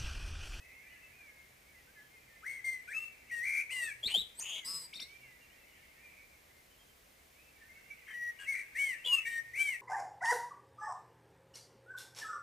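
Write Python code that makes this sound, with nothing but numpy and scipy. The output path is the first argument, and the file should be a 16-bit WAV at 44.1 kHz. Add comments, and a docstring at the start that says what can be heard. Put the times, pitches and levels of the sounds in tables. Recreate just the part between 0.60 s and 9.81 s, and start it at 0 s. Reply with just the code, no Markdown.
"""Blackbirds call softly from far gardens over a faint town hum, before dawn; then one sings two phrases
from a tree to the left. It whistles with both halves of its syrinx, and pinched airflow adds overtones.
Far songs are gliding whistles blurred by echoes; hum and hiss are a wavering sine and shaped noise.
The recorder's nearest-sample rate change mirrors every note around multiples of a fixed clock."""
import sys
import numpy as np
from scipy import signal
from scipy.fft import rfft, irfft, next_fast_len
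from scipy.io import wavfile
from scipy.ndimage import uniform_filter1d, map_coordinates

SR = 44100
rng = np.random.default_rng(int(sys.argv[2]) if len(sys.argv) > 2 else 0)


def int16_out(signal):
    """Quantize to a 16-bit WAV file."""
    q = np.round(np.clip(np.atleast_2d(signal).T, -1, 1) * 32767)
    wavfile.write(sys.argv[1], SR, q.astype(np.int16))


N = 406161  # length in samples


def amp(db):
    """Turn decibels into gain."""
    return 10 ** (np.asarray(db) / 20)


def unit(x):
    """Scale a sound to rms 1."""
    return x / np.sqrt(np.mean(x ** 2) + 1e-20)


def along(points, hz):
    """Read a curve of (Hz, value) points on a log frequency axis."""
    point_hz, value = np.transpose(points)
    return np.interp(np.log(hz + 1), np.log(point_hz + 1), value)


def wobble(rate):
    """Draw a smooth random curve with rate knots a second."""
    knots = rng.standard_normal(int(N * rate / SR) + 4)
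    return map_coordinates(knots, [np.arange(N) * rate / SR])


def filtered(x, response):
    """Filter a sound by a complex response, given as a function of frequency in Hz."""
    size = next_fast_len(N + SR // 2)
    spectrum = rfft(x, size) * response(np.fft.rfftfreq(size, 1 / SR))
    return irfft(spectrum, size)[..., :N]


def whistle(hz):
    """Sound a sine of rms 1 that follows the pitch, by summing its phase."""
    return np.sqrt(2) * np.sin(2 * np.pi * np.cumsum(hz) / SR)


def phrase(notes, attack_s, release_s, arch=2.4):
    """Glide pitch and level from first to turn to last; return them, further columns and the breath gate."""
    t, notes = np.arange(N) / SR, np.transpose(notes)
    # each moment belongs to the nearest note
    borders = (notes[2, :-1] + notes[0, 1:]) / 2
    rows = notes[:, np.searchsorted(borders, t)]
    start, turn, end = rows[:3]
    before = np.clip((turn - t) / np.maximum(turn - start, 1e-3), 0, 1)
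    after = np.clip((t - turn) / np.maximum(end - turn, 1e-3), 0, 1)

    def glide(first, middle, last, bend):
        return middle + (first - middle) * before ** bend + (last - middle) * after ** bend

    # arched notes turn at their highest or lowest pitch and are rounded there
    arched = (rows[3] - rows[4]) * (rows[5] - rows[4]) > 0
    pitch_hz = glide(*rows[3:6], np.where(arched, arch, 1))
    level_db = glide(*rows[6:9], 1)
    # the breath opens just before the start and closes just after the end
    gate = np.clip(1 + np.minimum((t - start) / attack_s, (end - t) / release_s), 0, 1)
    controls = [uniform_filter1d(c, size=177) for c in (pitch_hz, level_db, *rows[9:])]
    return controls + [np.sin(np.pi / 2 * gate) ** 2]


# Lower voice of the near syrinx, levels before the path to the listener:
# start_s, turn_s, end_s, first_hz, turn_hz, last_hz, first_db, turn_db, last_db, overtones_db (relative)
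LOWER_VOICE = [ (1.832, 1.86, 1.875, 1250, 1980, 2080, -56, -43, -37, -24),
               (1.875, 1.93, 2.005, 2120, 2125, 1990, -38, -40, -49, -21),
               (2.048, 2.135, 2.21, 2125, 2070, 1975, -35, -35, -55, -20),
               (2.282, 2.314, 2.345, 1460, 1800, 2620, -52, -43, -39, -25),
               (2.345, 2.44, 2.48, 2585, 2695, 2680, -37, -37, -50, -34),
               (2.715, 2.8, 2.83, 1935, 1865, 1985, -41, -36, -43, -28),
               (2.83, 2.868, 3.012, 1975, 2220, 2270, -38, -34, -31, -21),
               (3.108, 3.125, 3.15, 1990, 2088, 2055, -44, -39, -38, -21),
               (3.15, 3.256, 3.305, 2055, 1848, 1650, -38, -40, -46, -19),
               (3.482, 3.524, 3.541, 2332, 2954, 3050, -43, -37, -45, -18),
               (3.541, 3.553, 3.585, 3040, 3220, 3760, -26, -30, -35, -26),
               (3.585, 3.602, 3.618, 3760, 3880, 3420, -35, -38, -41, -26),
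               (3.826, 3.9, 3.994, 2620, 3010, 3130, -50, -43, -41, -34),
               (4.052, 4.13, 4.265, 4940, 5050, 4830, -42, -45, -55, -23),
               (4.35, 4.355, 4.361, 3570, 3620, 3680, -50, -46, -45, -28),
               (4.361, 4.367, 4.379, 3680, 4480, 3650, -48, -49, -46, -28),
               (4.415, 4.419, 4.424, 3560, 3650, 3720, -46, -46, -46, -26),
               (4.424, 4.43, 4.441, 3720, 4450, 3800, -47, -48, -54, -26),
               (7.47, 7.495, 7.535, 2025, 1930, 1950, -51, -46, -48, -37),
               (7.535, 7.64, 7.705, 1925, 1920, 1905, -46, -42.5, -42, -29),
               (7.797, 7.82, 7.85, 1620, 1652, 1627, -54, -47.5, -57, -19),
               (7.866, 7.893, 7.938, 1960, 2210, 2080, -44, -33, -34, -20),
               (7.938, 7.99, 8.025, 2155, 2145, 2115, -39, -39.5, -46, -17),
               (8.156, 8.2, 8.345, 1800, 2235, 1800, -38, -32, -40, -26),
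               (8.455, 8.483, 8.535, 2860, 2920, 2810, -46, -35, -23, -37),
               (8.535, 8.565, 8.59, 2810, 2730, 2600, -23, -33, -33, -29),
               (8.66, 8.68, 8.785, 1825, 1850, 1842, -38, -32, -38, -28),
               (8.958, 9.005, 9.158, 2050, 2325, 1850, -43, -28, -40, -27), ]
# Upper voice: start_s, turn_s, end_s, first_hz, turn_hz, last_hz, first_db, turn_db, last_db
UPPER_VOICE = [ (2.281, 2.3, 2.322, 2395, 2370, 2330, -49, -54, -57),
               (2.702, 2.742, 2.8, 2080, 2790, 2520, -50, -55, -62),
               (3.098, 3.13, 3.15, 2250, 2940, 2900, -41, -46, -51),
               (3.15, 3.29, 3.325, 2900, 2540, 2250, -50, -42, -37),
               (3.436, 3.464, 3.475, 3270, 3782, 4400, -36, -31, -35),
               (3.756, 3.768, 3.788, 7600, 8000, 8195, -63, -60, -52),
               (3.788, 3.795, 3.802, 8300, 8850, 5900, -46, -40, -36),
               (3.802, 3.815, 3.83, 5860, 6390, 6950, -44, -41, -41),
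               (3.83, 3.87, 4.0, 6920, 6690, 6550, -48, -51, -58),
               (4.05, 4.14, 4.268, 7790, 7980, 7960, -56, -55, -60),
               (4.334, 4.343, 4.358, 2200, 5300, 5750, -48, -51, -54),
               (4.397, 4.404, 4.422, 2300, 5500, 5800, -50, -46, -53),
               (7.475, 7.5, 7.557, 3200, 3140, 2975, -66, -60, -63),
               (7.793, 7.819, 7.858, 2820, 2890, 2717, -55, -52, -51),
               (8.148, 8.245, 8.352, 2100, 3150, 2260, -46, -55, -50),
               (8.447, 8.46, 8.488, 3020, 3390, 3328, -40, -36, -48),
               (8.656, 8.68, 8.79, 2260, 2355, 2300, -38, -47, -62),
               (8.94, 9.035, 9.176, 1950, 3170, 2200, -48, -57, -47), ]
# Overtone colour of the windpipe: frequency_hz, gain_db
THROAT_COLOUR = [(2500, -29), (3300, -13), (4000, -21), (5500, -20), (7000, -13.5), (8300, 6), (9500, -1),
                 (12000, -6), (15000, -12)]


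def blackbird():
    """Blow two whistles in one windpipe; their pinched airflow makes overtones and sum tones."""
    low_hz, low_db, over_db, low_gate = phrase(LOWER_VOICE, attack_s=.008, release_s=.008)
    high_hz, high_db, high_gate = phrase(UPPER_VOICE, attack_s=.008, release_s=.008)
    low_swing, high_swing, throb = tremble()
    low = low_gate * whistle(low_hz + low_swing + 12 * wobble(150))
    high = high_gate * whistle(high_hz + high_swing + 30 * wobble(150))
    low_size = amp(low_db + 1.28 * wobble(45))
    high_size = amp(high_db + 3.7 * wobble(60))
    breath = low_size * low_gate + high_size * high_gate
    # each side pinches the shared flow into narrow pulses
    pulses = amp(over_db - 8.5) * np.exp(2.666 * low + 0.87 * high)
    overtones = filtered(breath * pulses, lambda hz: amp(along(THROAT_COLOUR, hz)) * (hz > 1000))
    # turbulence at the beak
    hiss_colour = [(1500, -34), (4000, -25), (8500, -25), (15000, -23)]  # frequency_hz, gain_db
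    hiss = filtered(breath * rng.standard_normal(N), lambda hz: amp(along(hiss_colour, hz)))
    return (low_size * low + high_size * high + overtones) * (1 + throb) + hiss


# Trembling stretches, depths before their uneven strength:
# start_s, end_s, rate_hz, lower_swing_hz, upper_swing_hz, throb (0-1), rasp (0-1)
TREMBLING = [(1.85, 2.0, 62.6, 54, -5, 0.55, 0.074), (2.84, 3.03, 71, 156, 0, .35, 0.046),
             (3.43, 3.481, 108.9, -7, 0, 0.68, .05), (3.476, 3.53, 190.7, 220, -3, 0.26, .8),
             (3.54, 3.63, 105.2, 8, 0, 0.7, .15), (3.79, 3.83, 185.9, 204, 252, .2, .3),
             (3.82, 4.0, 185.1, 270, 60, 0.31, .4), (4.05, 4.28, 178, 110, 190, 0.33, .22),
             (4.325, 4.454, 181.2, 46, 40, .2, .15), (7.465, 7.535, 44.72, 260, -7, .3, .25),
             (7.78, 7.867, 90.7, 25, 38, 0.26, 0.22), (7.935, 8.03, 52.07, 240, 0, 0.3, 0.16),
             (8.44, 8.49, 90.1, 35, 34, 0.39, .25)]


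def tremble():
    """Make notes tremble a little unevenly: pitch swing of each voice, and throb and rasp of loudness."""
    t, trembles = np.arange(N) / SR, np.zeros((3, N))
    uneven, strength = .5 * wobble(60), 1 + 0.2477 * wobble(90)
    flutter = np.clip(wobble(1300), -2, 2)
    for start, end, rate, low_swing, high_swing, throb, rasp in TREMBLING:
        on = np.clip(np.minimum(t - start, end - t) / 0.00804, 0, 1) * strength
        turn = 2 * np.pi * rate * (t - start) + uneven * rate / 180
        swing = np.sin(turn)
        loudness = throb * np.sin(turn + 1.3) + rasp * flutter
        trembles += on * np.array([low_swing * swing, high_swing * swing, loudness])
    return trembles


# Stereo place of the near bird: frequency_hz, left_minus_right_db
NEAR_PAN = [(2500, 3.5), (5000, 1.3), (10000, .7)]


def nearby(x):
    """Carry the song from the left: direct path, ground bounce, scatter off near branches and garden tail."""
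    side = lambda hz: amp(along(NEAR_PAN, hz) * [[.5], [-.5]])
    bounce = lambda hz: 1 + amp(-12) * np.exp(-2j * np.pi * hz * .0046)  # arrives 4.6 ms late
    branches = echoes(x, stretch=0.24)
    branches = 0.91 * branches[0] + 0.72 * branches  # near scatter is much alike left and right
    wet = amp(-10) * branches + amp(-11) * echoes(x, stretch=0.81)
    direct = filtered(amp(-1.97) * x, lambda hz: side(hz) * bounce(hz))
    return direct + filtered(wet, side)


# Echo decay of the garden, before each use stretches it: frequency_hz, t60_s
GARDEN_DECAY = [(1000, 0.84), (3000, 0.47), (8000, 0.67)]


def echoes(x, stretch):
    """Answer from trees and houses: a diffuse tail of decaying noise, different left and right."""
    hz, t, grains = signal.stft(rng.standard_normal((2, SR)), SR, nperseg=256)
    t60_s = stretch * along(GARDEN_DECAY, hz)[:, None]
    tail = signal.istft(grains * amp(-60 * t / t60_s), SR, nperseg=256)[1]
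    tail = tail / np.linalg.norm(tail[0])
    return signal.fftconvolve(np.atleast_2d(x), tail, axes=1)[:, :N]


# Far blackbirds, one list a bird (a lower and a higher song), levels before pan and flicker:
# start_s, end_s, first_hz, middle_hz, last_hz, level_db
FAR_SONGS = [
    [(.05, .11, 2150, 2000, 2100, -67), (.13, .25, 2160, 2165, 2120, -65),
     (.27, .35, 2000, 1985, 1990, -59), (.37, .49, 2040, 2055, 2060, -64),
     (.51, .59, 2290, 2470, 2480, -63), (.59, .7, 2480, 2330, 2170, -62), (.73, .89, 2165, 2150, 2120, -65),
     (1.06, 1.14, 2080, 2280, 2150, -69), (1.15, 1.21, 2080, 1990, 1945, -64),
     (1.28, 1.34, 1500, 1600, 1650, -74), (1.37, 1.45, 1710, 1720, 1730, -68),
     (1.51, 1.585, 2125, 2120, 2115, -71), (1.7, 1.775, 1850, 1810, 1800, -65),
     (3.965, 4.055, 2245, 2195, 1970, -61), (4.39, 4.54, 2050, 2170, 2330, -64),
     (4.56, 4.62, 2365, 2385, 2340, -59), (4.62, 4.69, 2300, 2170, 2040, -64),
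     (4.7, 4.77, 2010, 1970, 1950, -65), (5.23, 5.32, 2210, 2170, 2175, -65),
     (5.38, 5.52, 2100, 2400, 2315, -63), (5.565, 5.655, 2290, 2300, 2340, -67),
     (5.91, 6.02, 2000, 2100, 2110, -69), (6.54, 6.6, 2060, 2080, 2118, -72),
     (6.745, 6.97, 2142, 2420, 2280, -73), (7.015, 7.08, 1810, 1830, 1830, -68),
     (7.1, 7.125, 2110, 2100, 2150, -60), (7.155, 7.18, 2200, 2215, 2225, -61),
     (7.315, 7.34, 2285, 2270, 2230, -56), (7.37, 7.44, 2160, 2070, 1980, -68)],
    [(.02, .11, 2590, 2580, 2627, -72), (.23, .28, 2450, 2320, 2350, -71),
     (.335, .41, 2200, 2340, 2500, -69), (.43, .49, 2610, 2670, 2730, -69),
     (1.335, 1.41, 2250, 2070, 1930, -69), (1.63, 1.7, 2400, 2300, 1950, -72),
     (1.77, 1.82, 2030, 2110, 2080, -64), (2.57, 2.69, 2010, 2170, 2277, -71),
     (4.51, 4.56, 3050, 3140, 3200, -71), (4.58, 4.71, 2700, 2720, 2680, -70),
     (4.815, 4.86, 2780, 2740, 2735, -70), (4.905, 4.94, 2840, 3020, 3200, -71),
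     (4.98, 5.04, 2750, 2700, 2620, -71), (5.37, 5.5, 1850, 1820, 1800, -74),
     (6.11, 6.165, 3040, 3050, 2750, -76), (6.195, 6.225, 3170, 3190, 3180, -73),
     (6.29, 6.32, 3180, 3150, 3050, -76), (6.79, 6.92, 2530, 2645, 2680, -74),
     (7.0, 7.16, 2730, 2720, 2520, -77), (7.345, 7.42, 2470, 2590, 2500, -68),
     (8.39, 8.435, 2650, 2730, 2815, -63), (8.71, 8.775, 2930, 3070, 2990, -59)],
]


def far_singer(notes, pan_db):
    """Sing one distant song, half lost in echoes; its soft-edged notes turn halfway and hold one base level."""
    rows = [(start, (start + end) / 2, end, *pitch, db, db, db) for start, end, *pitch, db in notes]
    hz, db, gate = phrase(rows, attack_s=.016, release_s=.016)
    song = amp(db + 4.5 * wobble(30)) * gate * whistle(hz + 25 * wobble(60))
    return amp([[pan_db], [-pan_db]]) * song + amp(-5) * echoes(song, stretch=1.05)


# Loudness of the farthest birds together: time_s, level_db
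CHORUS_LEVEL = [(0, -58.5), (.4, -62), (0.899, -69), (1.5, -70.5), (2.5, -61.5), (3.5, -66.5), (4.4, -65),
                (5, -66), (5.6, -64), (6.2, -82), (6.7, -81), (7.2, -65.5), (7.7, -62.5), (8.5, -56),
                (9.21, -58.5)]


def chorus(count=24):
    """Blur many still farther birds together, each whistling short warbled notes at random."""
    s, db = np.transpose(CHORUS_LEVEL)
    voices = np.zeros(N)
    for _ in range(count):
        notes = np.clip(wobble(16) - .6, 0, 1)  # only the peaks sound
        voices += notes * whistle(2200 * np.exp(.12 * wobble(5) + .05 * wobble(22)))
    blur = echoes(voices, stretch=2.5) + amp(-4) * voices
    return amp(np.interp(np.arange(N) / SR, s, db)) * unit(blur)


# Loudness of the low hum, before its random waver: time_s, level_db
HUM_LEVEL = [(0.0, -83), (1.15, -79), (3.18, -81.5), (3.5, -72), (3.85, -81), (4.74, -80), (5.3, -88),
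             (8.2, -84), (8.64, -79), (9.21, -81)]


def hum():
    """Hold a low sine near 125 Hz that wavers and comes and goes."""
    s, db = np.transpose(HUM_LEVEL)
    level_db = np.interp(np.arange(N) / SR, s, db) + 3.5 * wobble(9)
    return amp(level_db) * whistle(125 + 3.41 * wobble(4.6))


# Colour of town hum and microphone hiss: frequency_hz, relative_level_db (per Hz)
AIR_COLOUR = [(12, -26), (20, -7.5), (70, 3), (103, -6), (372, -6), (505, -4), (834, -7), (1410, -10),
              (2030, -6.5), (3640, -13.5), (9930, -17.5), (14300, -15), (15500, -17.5)]
# Left-right likeness of that noise: frequency_hz, correlation (-1 to 1)
AIR_LIKENESS = [(60, 0.99), (150, 0.91), (380, 0.28), (950, -0.44), (2380, 0.36), (5980, 0.56), (15000, 1)]


def air(level_db=-63):
    """Spread steady noise over mid and side, so left and right are alike in the bass."""
    turn = lambda hz: np.arccos(np.clip(along(AIR_LIKENESS, hz), -1, 1)) / 2
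    spread = lambda hz: np.array([np.cos(turn(hz)), np.sin(turn(hz))])
    noise = rng.standard_normal((2, N))
    mid, side = filtered(noise, lambda hz: amp(along(AIR_COLOUR, hz)) * spread(hz))
    return amp(level_db) * unit(np.array([mid + side, mid - side]))


def scene():
    """Mix the near bird, far birds, hum and air."""
    far = far_singer(FAR_SONGS[0], pan_db=-.8) + far_singer(FAR_SONGS[1], pan_db=-.3) + chorus()
    return nearby(blackbird()) + far + hum() + air()


def record(dry, clock_hz=3906, top_hz=15500):
    """Shift timing by a saw of about half a sample, as nearest-sample rate change does; then soften the treble."""
    slip_s = 1.075 * ((np.arange(N) * clock_hz / SR) % 1 - .5) / SR
    slope = filtered(dry, lambda hz: 2j * np.pi * hz)
    shifted = dry + slip_s * slope  # a small time shift follows the slope of the wave
    return filtered(shifted, lambda hz: (hz < top_hz) / np.sqrt(1 + (hz / 14000) ** 4))


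dry = scene()
out = record(dry)
int16_out(out)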